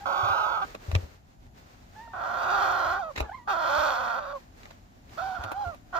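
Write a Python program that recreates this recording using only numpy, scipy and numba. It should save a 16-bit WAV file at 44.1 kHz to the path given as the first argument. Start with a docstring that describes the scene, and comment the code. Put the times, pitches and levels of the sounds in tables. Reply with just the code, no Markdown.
"""A parakeet chick rasps close by, then a hand thumps the wooden nest box; hoarse, clear and squealing calls
follow. Chicks: membrane beats and breath through throat and box, with an echoed treble. Nestmate: wavering
near-sine peeps. Hand: decaying low sines, rattling panels and rumble. Shavings: noise bursts and stretches of
grainy noise. Room: quiet coloured noise. A hand-held stereo phone is near."""
import sys
import numpy as np
from scipy import signal
from scipy.fft import rfft, irfft, next_fast_len
from scipy.io import wavfile
from scipy.ndimage import uniform_filter1d
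from numba import njit

SR = 44100
rng = np.random.default_rng(int(sys.argv[2]) if len(sys.argv) > 2 else 0)


def natural_amplitude(level_db):
    """Convert a level in decibels to a linear amplitude factor, elementwise."""
    exponent = np.asarray(level_db, float) / 20
    return 10 ** exponent


def inscribe(sig):
    """Save sig as 16-bit PCM at rate SR to the path in sys.argv[1].

    A 1-D sig is mono; a 2-D sig holds one channel per row.
    Samples are clipped to [-1, 1] before scaling.
    """
    pcm = np.round(np.clip(np.atleast_2d(sig).T, -1, 1) * 32767)
    wavfile.write(sys.argv[1], SR, pcm.astype(np.int16))


N = 264159
T = np.arange(N) / SR
SIZE = next_fast_len(N + 8192)
HZ = np.arange(SIZE // 2 + 1) * SR / SIZE


def on_hz(table, hz, column=1):
    """Spectrum column, interpolated linearly on a log-frequency axis."""
    rows = np.array(table, float)
    return np.interp(np.log(hz + 1), np.log(rows[:, 0] + 1), rows[:, column])


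def unit(x):
    """Scale to rms 1."""
    return x / np.sqrt(np.mean(x ** 2))


def causal(db):
    """Minimum-phase response of a gain in dB, by folding its cepstrum."""
    cepstrum = irfft(db * np.log(10) / 20, SIZE)
    cepstrum[1:SIZE // 2] *= 2
    cepstrum[SIZE // 2 + 1:] = 0
    return np.exp(rfft(cepstrum))


def band(x, lo_hz, hi_hz):
    """Steep band-pass."""
    return signal.sosfilt(signal.butter(3, [lo_hz, hi_hz], "band", fs=SR, output="sos"), x)


def walk(rate_hz):
    """Random levels held 1 / rate_hz and slewed twice."""
    hold = int(SR / rate_hz)
    steps = np.repeat(rng.standard_normal(N // hold + 1), hold)
    return 1.33 * uniform_filter1d(uniform_filter1d(steps, hold), hold)[:N]


def spans(tables, column, edge_s=0.0013):
    """Gain of a dB column inside each table's span, silent between."""
    out = np.zeros(N)
    for rows in map(np.array, tables):
        fade = np.clip(np.minimum(T - rows[0, 0], rows[-1, 0] - T) / edge_s, 0, 1)
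        out += fade * natural_amplitude(np.interp(T, rows[:, 0], rows[:, column]))
    return out


def box(x, wet_db, t60_s):
    """Close walls add a short tail, different at each microphone; it shifts as birds and phone move."""
    t = T[:int(t60_s * SR)]
    turn = 1.2 * walk(6)
    for share in (np.cos(turn), np.sin(turn)):
        tail = rng.standard_normal((2, 8192))[:, :len(t)] * natural_amplitude(-60 * t / t60_s) * np.minimum(t / 0.0084, 1)
        tail = natural_amplitude(wet_db) * tail / np.linalg.norm(tail, axis=1, keepdims=True)
        yield signal.fftconvolve(x * share, tail, axes=1)[:, :N]


# stereo likeness of diffuse sound: f/Hz, left-right correlation
ALIKE = [(60, 0.53), (130, 1), (290, 0.71), (640, -0.31), (1410, -0.49), (3100, 0.014), (6820, 0.06),
         (15000, 0.053)]


def pair(tone, excite):
    """Two unrelated excitations coloured and mixed to left/right: alike in the bass, opposed in the middle."""
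    alike = np.clip(on_hz(ALIKE, HZ), -.99, .99)
    shares = np.sqrt([np.ones_like(alike), (1 - alike) / (1 + alike)])
    mid, side = rfft(excite, SIZE) * natural_amplitude(on_hz(tone, HZ)) * shares
    return irfft(np.array([mid + side, mid - side]), SIZE)[:, :N] / np.std(irfft(mid, SIZE))


# room noise spectrum: f/Hz, density/dB per Hz
ROOM_TONE = [(18, -33), (30, 9), (81, -5.5), (249, -0.5), (467, -20.5), (747, -11.5), (1200, -32),
             (1360, -30), (5740, -36), (7080, -30), (7860, -43.5), (14300, -39.5), (15500, -62)]
ROOM_DB = -57.5


def room():
    """Quiet air: coloured noise whose level flickers a little."""
    return pair(ROOM_TONE, rng.standard_normal((2, N))) * natural_amplitude(ROOM_DB + 1.2 * walk(9))


# claws and shavings: t/s, level/dB, treble/dB re level, t60/s, woody body/dB re level
TICKS = [(0.647, -52, -15, 0.012, 17), (0.748, -45.5, -11.5, 0.019, 14.5), (0.9141, -43, -10, 0.0088, 11.5),
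         (0.9504, -30.5, -15, 0.0051, 8.5), (1.465, -68, -8, 0.013, 9), (3.1592, -42, -14.5, 0.037, 6),
         (3.176, -39, -12.5, 0.062, 8), (3.2027, -38, -8, 0.019, 14.5), (3.22, -59.5, -25, 0.23, 21),
         (4.575, -72, 6, 0.02, -4), (4.607, -66, -16, 0.014, 5), (4.631, -56, -16, 0.015, 2),
         (4.654, -54.5, -19, 0.012, 8), (4.682, -73, -14, 0.015, 2), (4.7077, -54, -17, 0.017, 6.5),
         (5.094, -60, -12, 0.0087, -18), (5.437, -44, -8, 0.022, 3), (5.5164, -47.5, -1.5, 0.028, 18.5),
         (5.671, -63, -6, 0.04, 0), (5.744, -61.5, 1, 0.027, 15)]
# tick spectrum: f/Hz, density/dB per Hz
TICK_TONE = [(1000, -5.5), (1700, 6.5), (2600, 10.5), (3100, -1.5), (3910, 6.5), (4540, -3.5), (7500, -5.5),
             (9750, -93), (16500, -120)]
# stretches of faint rustling noise: t/s, length/s, level/dB
RUSTLES = [(0, 0.0071, -48.5), (0.603, 0.32, -54.5), (0.98, 0.079, -69.5), (0.99, 0.46, -68),
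           (1.581, 0.85, -60.5), (3.11, 0.28, -61), (4.365, 0.068, -60.5), (4.587, 0.13, -58.5),
           (4.854, 0.21, -66), (5.134, 0.59, -58), (5.873, 0.13, -61.5)]
# rustle spectrum: f/Hz, density/dB per Hz
RUSTLE_TONE = [(180, -53.5), (300, -4), (348, 0.5), (1280, -6.5), (1560, -6), (3450, -12.5), (4210, -12),
               (6900, -16.5), (9930, -30), (15500, -21)]
RUSTLE_RISE_DB_PER_S, RUSTLE_FALL_DB_PER_S = 255.5, 124


def shavings():
    """Short scratchy noise bursts, and stretches of faint rustling noise, rising and falling in level."""
    body, top, wood = np.zeros((3, N))
    for s, db, treble_db, t60_s, wood_db in TICKS:
        # each burst rises over a few milliseconds, then decays
        drop = np.where(T > s + .003, (T - s - .003) / t60_s, (s + 0.0024 - T) / 0.015)
        burst = natural_amplitude(db - 60 * drop)
        body += burst
        top += burst * natural_amplitude(treble_db)
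        wood += burst * natural_amplitude(wood_db)
    grain_db = np.minimum(3 * rng.exponential(size=N), 11)
    crackle = rng.standard_normal((2, N)) * natural_amplitude(grain_db + 1.2 * walk(400))
    ticks = 1.61 * body * pair(TICK_TONE, crackle)
    ticks += top * unit(band(crackle, 8500, 15400))
    ticks += wood * unit(band(crackle, 260, 1230))
    grains = rng.standard_normal((2, N)) * natural_amplitude(grain_db + 2.4 * walk(20))
    rustle = np.zeros(N)
    for s, length_s, db in RUSTLES:
        rise_db = RUSTLE_RISE_DB_PER_S * np.maximum(s - T, 0)
        fall_db = RUSTLE_FALL_DB_PER_S * np.maximum(T - s - length_s, 0)
        rustle += natural_amplitude(db - rise_db - fall_db)
    return ticks + sum(box(ticks, -6.5, 0.039)) + rustle * pair(RUSTLE_TONE, grains)


# hand against the box: t/s, level/dB, ring f/Hz
THUMPS = [(0.227, -24.5, 105), (0.295, -28.5, 93), (0.879, -19, 85), (0.926, -13, 77), (0.949, -7.5, 88),
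          (1.025, -27, 71.4), (3.173, -27, 81), (3.202, -16.5, 65), (3.776, -30, 68.98),
          (5.386, -27.5, 68.43), (5.441, -29.5, 100.5), (5.659, -25, 84.8)]
THUMP_T60_S = 0.11
RUMBLE_DB, SWELL_S, SWELL_WIDTH_S, SWELL_DB = -57, 6.1, 0.13, 8  # swell is centred past the end


def hand():
    """Soft blows ring the box panels low and set them rattling; a rumble runs under them."""
    ring, shake = np.zeros(N), np.zeros(N)
    for s, db, hz in THUMPS:
        t = np.maximum(T - s, 0)
        fade = natural_amplitude(db - 60 * t / THUMP_T60_S) * (1 - np.exp(-t / 0.0048))
        ring += fade * np.sin(2 * np.pi * hz * t)
        shake += np.sqrt(fade)
    rumble = natural_amplitude(3 * walk(14)) * unit(band(rng.standard_normal(N), 42, 125))
    swell_db = SWELL_DB * np.exp(-((T - SWELL_S) / SWELL_WIDTH_S) ** 2)
    rumble = rumble * natural_amplitude(RUMBLE_DB + swell_db)
    rattle = natural_amplitude(-34.0) * shake * unit(band(rng.standard_normal((2, N)), 160, 650))
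    return band(ring + rumble, 26, 149) * natural_amplitude(np.array([[1.5], [-1.5]])) + rattle


# nestmate, one table a peep: t/s, pitch f/Hz, level/dB
PEEPS = [
    [(0, 794, -52), (.055, 848, -42)],
    [(1.945, 700, -61), (1.965, 859, -48), (2.005, 880.4, -45.5), (2.03, 943, -48.5), (2.135, 895, -49.5)],
    [(3.235, 860, -51), (3.275, 853, -48), (3.298, 743, -36.5), (3.31, 751, -48.5), (3.322, 825, -39),
     (3.333, 1065, -48), (3.35, 1016, -40.5), (3.374, 1102, -51), (3.388, 980, -49.5), (3.46, 955, -65)],
]
# upper partials at the start of each peep: level/dB re first partial
UPPER_DB = [-9, -3, -3]
# waver of each peep: roughness/0-1
PEEP_ROUGH = [.7, .4, .8]
UPPER_FADE_DB_PER_S, UPPER_FADE_S = 150, 0.038  # fade stops after UPPER_FADE_S


def nestmate():
    """Thin peeps: a wavering near-sine whose upper partials fade early in each peep."""
    rows = np.vstack(PEEPS)
    starts = np.array([p[0][0] for p in PEEPS])
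    now = np.searchsorted(starts, T, "right") - 1
    age_s, rough = np.minimum(T - starts[now], UPPER_FADE_S), np.array(PEEP_ROUGH)[now]
    hz = np.interp(T, rows[:, 0], rows[:, 1]) * (1 + .025 * rough * walk(400))
    phase = 2 * np.pi * np.cumsum(hz) / SR
    upper = np.sin(2 * phase) + natural_amplitude(-20) * (np.sin(3 * phase) + np.sin(4 * phase))
    tone = np.sin(phase) + natural_amplitude(np.array(UPPER_DB)[now] - UPPER_FADE_DB_PER_S * age_s) * upper
    peep = np.sqrt(2) * (1 + .5 * rough * walk(250)) * spans(PEEPS, column=2, edge_s=.012) * tone
    peep = peep * natural_amplitude(np.array([[-1.5], [1.5]]))
    return peep + sum(box(peep, -7, .06))


@njit
def membrane(hz, cycles, weak, rough, chance, jitter, shimmer):
    """One beat a cycle, strong only every few cycles; rough cycles vary in length and size."""
    beats, glow = np.zeros(len(hz) + 1), np.zeros(len(hz))
    p, k, since, size = 0., 0, 0., 0.
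    for i in range(len(hz)):
        step = hz[i] / SR * np.exp(jitter * rough[i] * chance[k, 0])
        p += step
        if p >= 1:
            p, k, since = p - 1, k + 1, since + 1
            size = np.exp(shimmer * rough[i] * chance[k, 1])
            if since > cycles[i] - chance[k, 2]:
                since = 0.
            else:
                size *= weak[i]
            # split between two samples for sub-sample timing
            beats[i] += size * p / step
            beats[i + 1] += size * (1 - p / step)
        glow[i] = size * np.exp(-3 * p)
    return beats[:-1], glow


# chicks, one table a call: t/s, membrane f/Hz, level/dB
CALLS = [
    [(.056, 759.4, -30.5), (.3, 792.7, -28.5), (.4, 880.7, -29), (.58, 868.6, -31), (.61, 820, -37.5),
     (.625, 793, -29), (.645, 804, -39)],
    [(2.075, 677, -43.5), (2.087, 682, -56)],
    [(2.132, 714.5, -39), (2.25, 743, -33), (2.43, 635.7, -30.5), (2.51, 753.3, -26.5), (2.64, 792, -26),
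     (2.78, 720.2, -27.5), (2.93, 693, -27.5), (2.995, 812, -32), (3.035, 663, -33.5), (3.09, 618.4, -38.5),
     (3.116, 537, -43.5)],
    [(3.474, 787, -32), (3.5, 862, -26.5), (3.56, 672, -30.5), (3.78, 589.3, -26.5), (3.88, 567.2, -27),
     (4.01, 480, -30.5), (4.194, 444.4, -32), (4.2, 609, -39.5), (4.33, 571.6, -38.5), (4.36, 546.3, -36.5),
     (4.381, 495, -48.5)],
    [(5.174, 593.3, -37), (5.19, 690, -34.5), (5.203, 651, -34.5), (5.22, 752.7, -34), (5.27, 780.7, -34),
     (5.36, 727.7, -36), (5.4, 724.7, -39), (5.54, 718.7, -39), (5.565, 795, -34.5), (5.6, 835, -34.5),
     (5.64, 784.5, -33.5), (5.655, 708, -34.5), (5.7, 690, -39), (5.745, 561, -48.5)],
    [(5.928, 746, -36.5), (5.96, 683.4, -27.5), (5.99, 715, -31)],
]
# where each call comes from: seat index
CALL_SEAT = [0, 1, 1, 1, 1, 1]
# voicing from each moment on: t/s, voicing name
QUALITY = [(0, "rasp"), (.6, "doubled"), (2, "clear"), (2.1, "hoarse"), (2.45, "rasp"), (2.86, "doubled"),
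           (2.99, "clear"), (3.4, "doubled"), (3.515, "buzz"), (4.2, "tired"), (4.33, "clear"),
           (5.1, "catch"), (5.208, "squeal"), (5.345, "catch"), (5.378, "creak"), (5.54, "clear"),
           (5.9, "doubled")]
# ways of voicing: cycles per strong beat, weak beat size/0-1, roughness/0-1
VOICINGS = {"rasp": (2.1, .04, .44), "hoarse": (2.6, .15, .6), "doubled": (2.03, .13, .26),
            "tired": (3, .45, .25), "buzz": (2.06, .02, .35), "catch": (1.35, .5, .25),
            "squeal": (1, 1, .09), "clear": (1, 1, .06), "creak": (5.5, .3, .55)}
# treble of each voicing at EFFORT_DB: level/dB re throat band
TREBLE_DB = {"rasp": -4, "hoarse": 0, "doubled": -3.5, "tired": 9.5, "buzz": -0.5, "catch": 7.5, "squeal":
             8, "clear": 1, "creak": 9.5}
TREBLE_PER_DB, EFFORT_DB = 1.24, -29.5  # treble dB gained per dB of effort over EFFORT_DB
# throat, beak and box walls, one table a seat: f/Hz, level/dB, left minus right/dB, right lead/rad
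SEATS = [
    [(150, -21.5, -10, -3), (394, -20.5, -2.5, 0.5), (480, -25.5, -13, 4.5), (544, -3.5, -13, 1.5),
     (820, -6, -7, 1), (1060, -2, -3, 1), (1257, 4.5, -3, 4.5), (1273, -7.5, -21.5, 3.5),
     (1444, -5, -18.5, 4.5), (1585, -12.5, 16, 6), (1650, -35.5, -13, 4), (2210, -21, 1, 4.5),
     (3440, -18, -6, 4), (5500, -30, -4, 4.5), (6900, -35, -10.5, 5)],
    [(151, -41, -9, -1), (381, -15, 5.5, 0.5), (462, -20, 4, 1.9), (537, -3, -9, 1.24),
     (690, -3.5, -10.5, 1.25), (870, 0.5, -3, -2.5), (960, 0.5, -1, -1.5), (1172, -3, 3, -0.2),
     (1180, 0.5, 3.5, 2), (1376, 2, -9.5, 1.4), (1464, 1.5, -4.5, -0.6), (1599, -5, 3, -1.5),
     (1764, -20, -2, -1), (1860, -10, 6.5, 1.66), (2210, -27.5, -13, 2.5), (2580, -19.5, 8.5, -2.5),
     (3830, -22.5, -11, 1.17), (7330, -32.5, 3, 2.03)],
]
# top of the range, alike from every seat: f/Hz, level/dB, left minus right/dB, right lead/rad
TOP = [(6550, -42.5, 1, 1), (10700, -51.5, -2, 0.38), (12050, -30.5, -3.5, 1), (16100, -23.5, 3, 1)]


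def chicks():
    """Membrane beats and breath through throat and box; harder effort brings more treble."""
    rows = np.vstack(CALLS)
    hz, level_db = (np.interp(T, rows[:, 0], rows[:, c]) for c in (1, 2))
    now = np.searchsorted([s for s, _ in QUALITY], T, "right") - 1
    cycles, weak, rough = np.array([VOICINGS[v] for _, v in QUALITY])[now].T.copy()
    treble_db = np.array([TREBLE_DB[v] for _, v in QUALITY])[now]
    treble_db = treble_db + TREBLE_PER_DB * (level_db - EFFORT_DB)
    chance = np.c_[rng.standard_normal((N // 20, 2)), rng.random(N // 20)]
    hz = hz * (1 + rough * (.1 * walk(90) + .04 * walk(14)))
    beats, glow = membrane(hz, cycles, weak, rough, chance, .25, .22)
    breath = rng.standard_normal(N)
    voice = beats + breath * (.01 + .25 * rough * (cycles < 1.2))
    # clear and squealing voices are rounder: second partial drops, overtones weaken
    clear = uniform_filter1d(1. 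* (cycles < 1.2), 400)
    low = voice + (natural_amplitude(-10 * clear) - 1) * band(voice, 990, 2300)
    low = band(low, 91, 2440)
    low = low + .45 * clear * (band(low, 100, 1800) - low)
    # above the throat band each beat is a faint click in a puff of air
    air = (.42 + .35 * rough) * beats + .1 * (1 - .5 * clear) * breath * (glow + .4)
    # a short, drifting subtracted echo gives the treble moving bands
    echo_s = .001 * (1 + .05 * walk(9))
    combed = air - .6 * np.interp(T - echo_s, T, uniform_filter1d(air, size=3))
    high = band(combed, 1970, 10830) * natural_amplitude(treble_db)
    out = 0
    for seat, table in enumerate(near + TOP for near in SEATS):
        tone = causal(on_hz(table, HZ))
        pan_db, lead_rad = on_hz(table, HZ, column=2), on_hz(table, HZ, column=3)
        ports = natural_amplitude(np.array([pan_db, -pan_db]) / 2) * np.exp(.5j * np.array([-lead_rad, lead_rad]))
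        # level the throat band, then impose the call levels
        plain = irfft(rfft(low, SIZE) * tone * ports.mean(axis=0), SIZE)[:N]
        loud = np.sqrt(uniform_filter1d(plain ** 2, int(0.056 * SR)) + 1e-12)
        calls = [c for c, s in zip(CALLS, CALL_SEAT) if s == seat]
        effort = spans(calls, column=2, edge_s=0.00098) / loud
        out = out + irfft(rfft((low + high) * effort, SIZE) * tone * ports, SIZE)[:, :N]
    return out + sum(box(out, -11, .035))


def scene():
    """All sources at the two microphones."""
    return room() + shavings() + hand() + nestmate() + chicks()


def low_pass(x):
    """Removes everything above the highest recorded frequency."""
    return signal.sosfilt(signal.butter(12, 15720, fs=SR, output="sos"), x)


def record(dry):
    """The phone cuts the top steeply."""
    cut = signal.sosfilt(signal.ellip(8, .2, 70, 15300, fs=SR, output="sos"), dry)
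    return low_pass(cut)


dry = scene()
out = record(dry)
inscribe(out)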